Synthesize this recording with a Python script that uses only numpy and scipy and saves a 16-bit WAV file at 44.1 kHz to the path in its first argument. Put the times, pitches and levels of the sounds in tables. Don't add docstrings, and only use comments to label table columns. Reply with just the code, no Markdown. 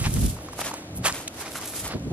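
import sys
import numpy as np
from scipy import signal
from scipy.fft import rfft, irfft
from scipy.io import wavfile

SR = 44100
rng = np.random.default_rng(int(sys.argv[2]) if len(sys.argv) > 2 else 0)


def inscribe(sig):
    pcm = np.round(np.clip(np.atleast_2d(sig).T, -1, 1) * 32767)
    wavfile.write(sys.argv[1], SR, pcm.astype(np.int16))


N = 93624
T, HZ = np.arange(N) / SR, np.fft.rfftfreq(N, 1 / SR) + 1e-3
SNOW_SHAPE, GUST_SHAPE = 1.46, 1.42


def amp(db):
    return 10 ** (np.asarray(db) / 20)


def unit_rms(x):
    return x / np.sqrt(np.mean(abs(x) ** 2) + 1e-20)


def curve(points, hz):
    at, value = np.transpose(points)
    return np.interp(np.log(hz), np.log(at), value)


def colour(points, shift=1):
    return unit_rms(amp(curve(points, HZ / shift)))


def resonance(hz, q):
    return unit_rms(1 / (1 + 1j * q * (HZ / hz - hz / HZ)))


def crystal_ring(hz, q, top_hz=12600):
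    return unit_rms(resonance(hz, q) / np.sqrt(1 + (HZ / top_hz) ** 20))


def swell(peak, rise, fall, shape):
    distance = abs(T - peak) / np.where(T < peak, rise, fall)
    return np.exp(-distance ** shape / np.sqrt(2))


def grains(per_s, scatter_db):
    sizes = amp(scatter_db * np.minimum(rng.exponential(1, N), 4))
    return unit_rms(sizes * rng.choice([-1, 1], N) * (rng.random(N) < per_s / SR))


# (frequency [Hz], side over mid [dB])
STEREO_WIDTH = [(100, -66.5), (300, -41), (850, -12), (1700, -1.5), (4000, 2), (9000, 11), (14000, 10)]

def mic_pair(clicks, tone, side, spread):
    width, mid = amp(curve(STEREO_WIDTH, HZ)), rfft(clicks)
    directions = side + spread * rng.standard_normal(N)
    apart = 1j * width * rfft(clicks * directions)
    tone = tone / np.sqrt(1 + width ** 2 * (side ** 2 + spread ** 2))
    return irfft(np.array([mid - apart, mid + apart]) * tone, N)


# (frequency [Hz], level [dB])
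RUMBLE_EQ = [(20, -25), (50, -9), (90, 1), (200, -3), (265, -0.5), (305, 4), (370, -4.5), (650, -3.5),
             (1000, -14), (2000, -15.5), (5000, -20), (12000, -22.5), (15000, -35)]

def rumble(db=-41.5, width_db=4):
    return amp(db) * mic_pair(rng.standard_normal(N), colour(RUMBLE_EQ), side=0, spread=amp(width_db))


# (frequency [Hz], level [dB])
GUST_EQ, GUST_EQ_HZ = [(15, -53), (35, -12), (65, -4), (115, -1.5), (180, -7), (280, -15.5), (450, -27.5),
                       (3000, -84)], 110
# (peak time [s], rise [s], fall [s], level [dB], centre [Hz], unevenness [0-1])
GUST_CUES = [(.015, 0.013, 0.025, -23.5, 95, 0.7), (0.071, 0.015, 0.018, -19.5, 86, 0.7),
             (.165, 0.045, 0.036, -24, 118, 0.82), (0.246, 0.046, 0.036, -18, 99.4, 0.54),
             (.34, 0.025, 0.074, -36, 126, 0.1), (.58, 0.072, .06, -43.5, 77, .02),
             (1.006, 0.056, 0.029, -30.5, 128, 0.07), (1.122, 0.0036, 0.01, -35, 131, 0.08),
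             (1.86, 0.055, 0.026, -39.5, 93, 0.14), (1.955, 0.012, 0.014, -24.5, 191, 0.4),
             (2.02, 0.048, 0.026, -34.5, 127, 0.23), (2.073, 0.019, 0.017, -27.5, 161, 0.32),
             (2.118, 0.0053, 0.038, -22, 152, 0.06)]

def gust(peak, rise, fall, db, hz, uneven, small_eddy_hz=370, lean_db=1):
    both, apart = rfft(rng.standard_normal((2, N))) * colour(GUST_EQ, hz / GUST_EQ_HZ)
    apart = apart * uneven * np.minimum(HZ / small_eddy_hz, 1)
    lean = amp(lean_db * uneven * np.array([[-1], [1]]))
    eddies = irfft(np.array([both - apart, both + apart]), N) * lean
    force = swell(peak, rise, fall, GUST_SHAPE)
    return amp(db) * unit_rms(eddies * force) * np.sqrt(np.mean(force ** 2))


# (peak time [s], rise [s], fall [s], level [dB], side [0 centre, + right])
SPRINKLE_CUES = [(.435, .05, 0.04, -45.5, 8.7), (.775, 0.059, 0.031, -45, 7.8),
                 (0.973, 0.011, 0.013, -33, 0.78)]

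def sprinkle(peak, rise, fall, db, side):
    landings = swell(peak, rise, fall, SNOW_SHAPE) * grains(per_s=2400, scatter_db=1.5)
    return amp(db) * mic_pair(landings, crystal_ring(hz=11100, q=3.5), side, spread=0.67)


# (time [s], level [dB], pitch [Hz])
TICK_CUES = [(.1197, -35, 3000), (.1402, -16, 11500), (.4904, -38, 8870), (.7139, -32, 7000),
             (.7405, -20, 9200), (1.1254, -19, 6060), (1.2771, -21.5, 2880), (1.2796, -15.5, 5970),
             (1.519, -27, 3000), (1.6143, -24, 11600), (1.8787, -17.5, 11100), (1.996, -37.5, 6060)]

def tick(start, db, hz, decay_s=0.00078):
    burst = (T >= start) * np.exp(-abs(T - start) / decay_s) * rng.standard_normal(N)
    gain = amp(db) * np.sqrt(decay_s * SR / N / 2)
    return gain * mic_pair(unit_rms(burst), crystal_ring(hz, q=1.5), side=0.92, spread=0.72)


# (frequency [Hz], level [dB])
SNAP_EQ = [(300, 15.5), (700, 5.5), (2800, -3.5), (7000, 8), (14000, -17)]
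# (time [s], length [s], level [dB], pitch [Hz])
SNAP_CUES = [(.04, 0.028, -35, 2400), (0.0587, 0.0033, -28, 1040), (0.366, 0.0047, -40.5, 1140),
             (0.387, 0.0021, -38, 1080), (0.486, 0.0024, -33.5, 1130), (.532, 0.0015, -32.5, 1220),
             (.592, 0.0014, -21.5, 790), (0.614, 0.004, -26.5, 855), (.6145, 0.0044, -32, 2200),
             (0.712, .0047, -29, 1030), (0.737, 0.0051, -30, 895), (1.279, 0.005, -40.5, 2820),
             (1.553, 0.0055, -31, 1360), (1.736, 0.0038, -36.5, 1680)]

def snap(start, length, db, hz):
    envelope = (T >= start) * np.exp(-((T - start) / length) ** 2 / 2)
    fractures = envelope * grains(per_s=4000, scatter_db=2.5)
    body = resonance(hz, q=3.5) * colour(SNAP_EQ)
    gain = amp(db) * np.sqrt(length * SR / N)
    return gain * unit_rms(mic_pair(fractures, body, side=0.39, spread=0.19))


def chips(peak, rise, fall, crunch_hz, count=26, scatter_octaves=0.614, decay_cycles=2.2):
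    when, pitch, size = rng.standard_normal((count, 3)).T
    start = peak + np.clip(when, -1.6, 1.6) * np.where(when < 0, rise, fall)
    ring_hz = np.clip(crunch_hz * 1.304 * 2 ** (scatter_octaves * pitch), 400, 9000)
    cycles = ring_hz[:, None] * T[:512]
    gain = amp(np.clip(size, -2, 1.5) - 2 * when ** 2)
    rings = gain[:, None] * np.sin(2 * np.pi * cycles) * np.exp(-cycles / decay_cycles)
    at = np.round(abs(start) * SR).astype(int)[:, None] + np.arange(cycles.shape[1])
    return np.bincount(at.ravel(), rings.ravel(), N)[:N]


# (frequency [Hz], level [dB])
CRUNCH_EQ, CRUNCH_EQ_HZ = [(120, -2), (300, -4), (600, 1), (1400, -2), (2200, -2.5), (3500, -5.5),
                           (6000, -5), (10000, -24), (14000, -50)], 1000
# (frequency [Hz], level [dB])
FIZZ_EQ = [(400, -41), (1500, -18), (3000, -4), (5000, -3), (7500, 1.5), (10500, 4.5), (12200, 3.5),
           (13500, -11), (15500, -49)]
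# (peak time [s], rise [s], fall [s], crunch level [dB], crunch centre [Hz],
# fizz level [dB], side [-1 left to 1 right], spread [0-1])
PUSH_CUES = [(.01, 0.05, 0.038, -36.5, 2070, -36.5, 1, 0.6), (0.059, 0.014, .014, -28.5, 1580, -43, 1, 0.5),
             (.135, 0.093, 0.033, -46, 1480, -35.5, .1, 0.58),
             (0.172, .009, .013, -38.5, 1850, -48, 0.65, 0.5),
             (0.239, 0.053, 0.058, -45, 1640, -29.5, 0.039, .55),
             (0.438, 0.099, 0.13, -50, 1180, -73, 0.59, 0.4),
             (0.534, 0.0092, 0.0073, -63, 1200, -38, 1, 0.7),
             (.612, 0.022, 0.0072, -35, 1170, -30.5, 0.016, 0.46),
             (.67, .045, .026, -32.5, 1113, -32.5, -0.38, 0.57),
             (0.744, 0.023, 0.064, -41, 1440, -70, 0.82, 0.77),
             (1.062, 0.012, .028, -20.5, 1360, -25.5, 0.56, 0.44),
             (1.15, 0.016, 0.065, -36, 1180, -36.5, -0.26, 0.48),
             (1.42, 0.046, .023, -38, 1050, -37, 0.087, 0.54),
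             (1.47, .019, 0.025, -37.5, 1040, -42.5, 0.28, 0.53),
             (1.556, 0.0035, 0.02, -37, 1290, -54, -0.36, 0.3),
             (1.585, 0.053, 0.0061, -40.5, 1430, -38, 0.04, 0.18),
             (1.633, 0.029, 0.024, -37, 1190, -38.5, 0.044, 0.54),
             (1.658, .003, 0.0068, -46, 1400, -37, 0, 0),
             (1.677, 0.0076, 0.038, -45.5, 1410, -34.5, .2, 0.3),
             (1.771, 0.037, 0.052, -40, 1680, -33, 0, 0.42),
             (1.86, 0.019, .025, -34.5, 1070, -36, -0.74, 0.38),
             (1.916, 0.023, 0.032, -36, 790, -48, 0.71, 0.57)]

def push(peak, rise, fall, crunch_db, hz, fizz_db, side, spread, chip_db=2, clump_db=3, clump_s=0.012):
    force = swell(peak, rise, fall, SNOW_SHAPE)
    coarse = force * grains(per_s=4500, scatter_db=2)
    crunch = mic_pair(coarse, colour(CRUNCH_EQ, hz / CRUNCH_EQ_HZ), side, spread)
    clump_sizes = np.clip(rng.standard_normal(N), -2, 2)
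    clumps = amp(clump_db * np.interp(T / clump_s, np.arange(N), clump_sizes))
    fine = force * clumps * grains(per_s=11000, scatter_db=1.5)
    fizz = mic_pair(fine, colour(FIZZ_EQ), side, spread)
    low_cut = HZ / np.hypot(HZ, hz / 2)
    ringing = mic_pair(chips(peak, rise, fall, hz), low_cut, side, spread=0)
    return amp(crunch_db) * (crunch + amp(chip_db) * ringing) + amp(fizz_db) * fizz


# (frequency [Hz], left boost and right cut [dB])
SNOW_BALANCE = [(400, -.5), (1100, 0.1), (3500, -0.66), (10000, -0.6)]

def scene():
    snow = sum(push(*cue) for cue in PUSH_CUES)
    snow += sum(snap(*cue) for cue in SNAP_CUES)
    snow += sum(tick(*cue) for cue in TICK_CUES)
    snow += sum(sprinkle(*cue) for cue in SPRINKLE_CUES)
    balance = amp(np.outer([1, -1], curve(SNOW_BALANCE, HZ)))
    snow = irfft(rfft(snow) * balance, N)
    return snow + sum(gust(*cue) for cue in GUST_CUES) + rumble()


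def record(dry, low_cut_hz=31, top_hz=15700):
    low_cut = signal.butter(3, low_cut_hz, "high", fs=SR, output="sos")
    band_limit = signal.firwin(511, top_hz, window=("kaiser", 9), fs=SR)
    return signal.oaconvolve(signal.sosfilt(low_cut, dry), band_limit[None], "same")


dry = scene()
out = record(dry)
inscribe(out)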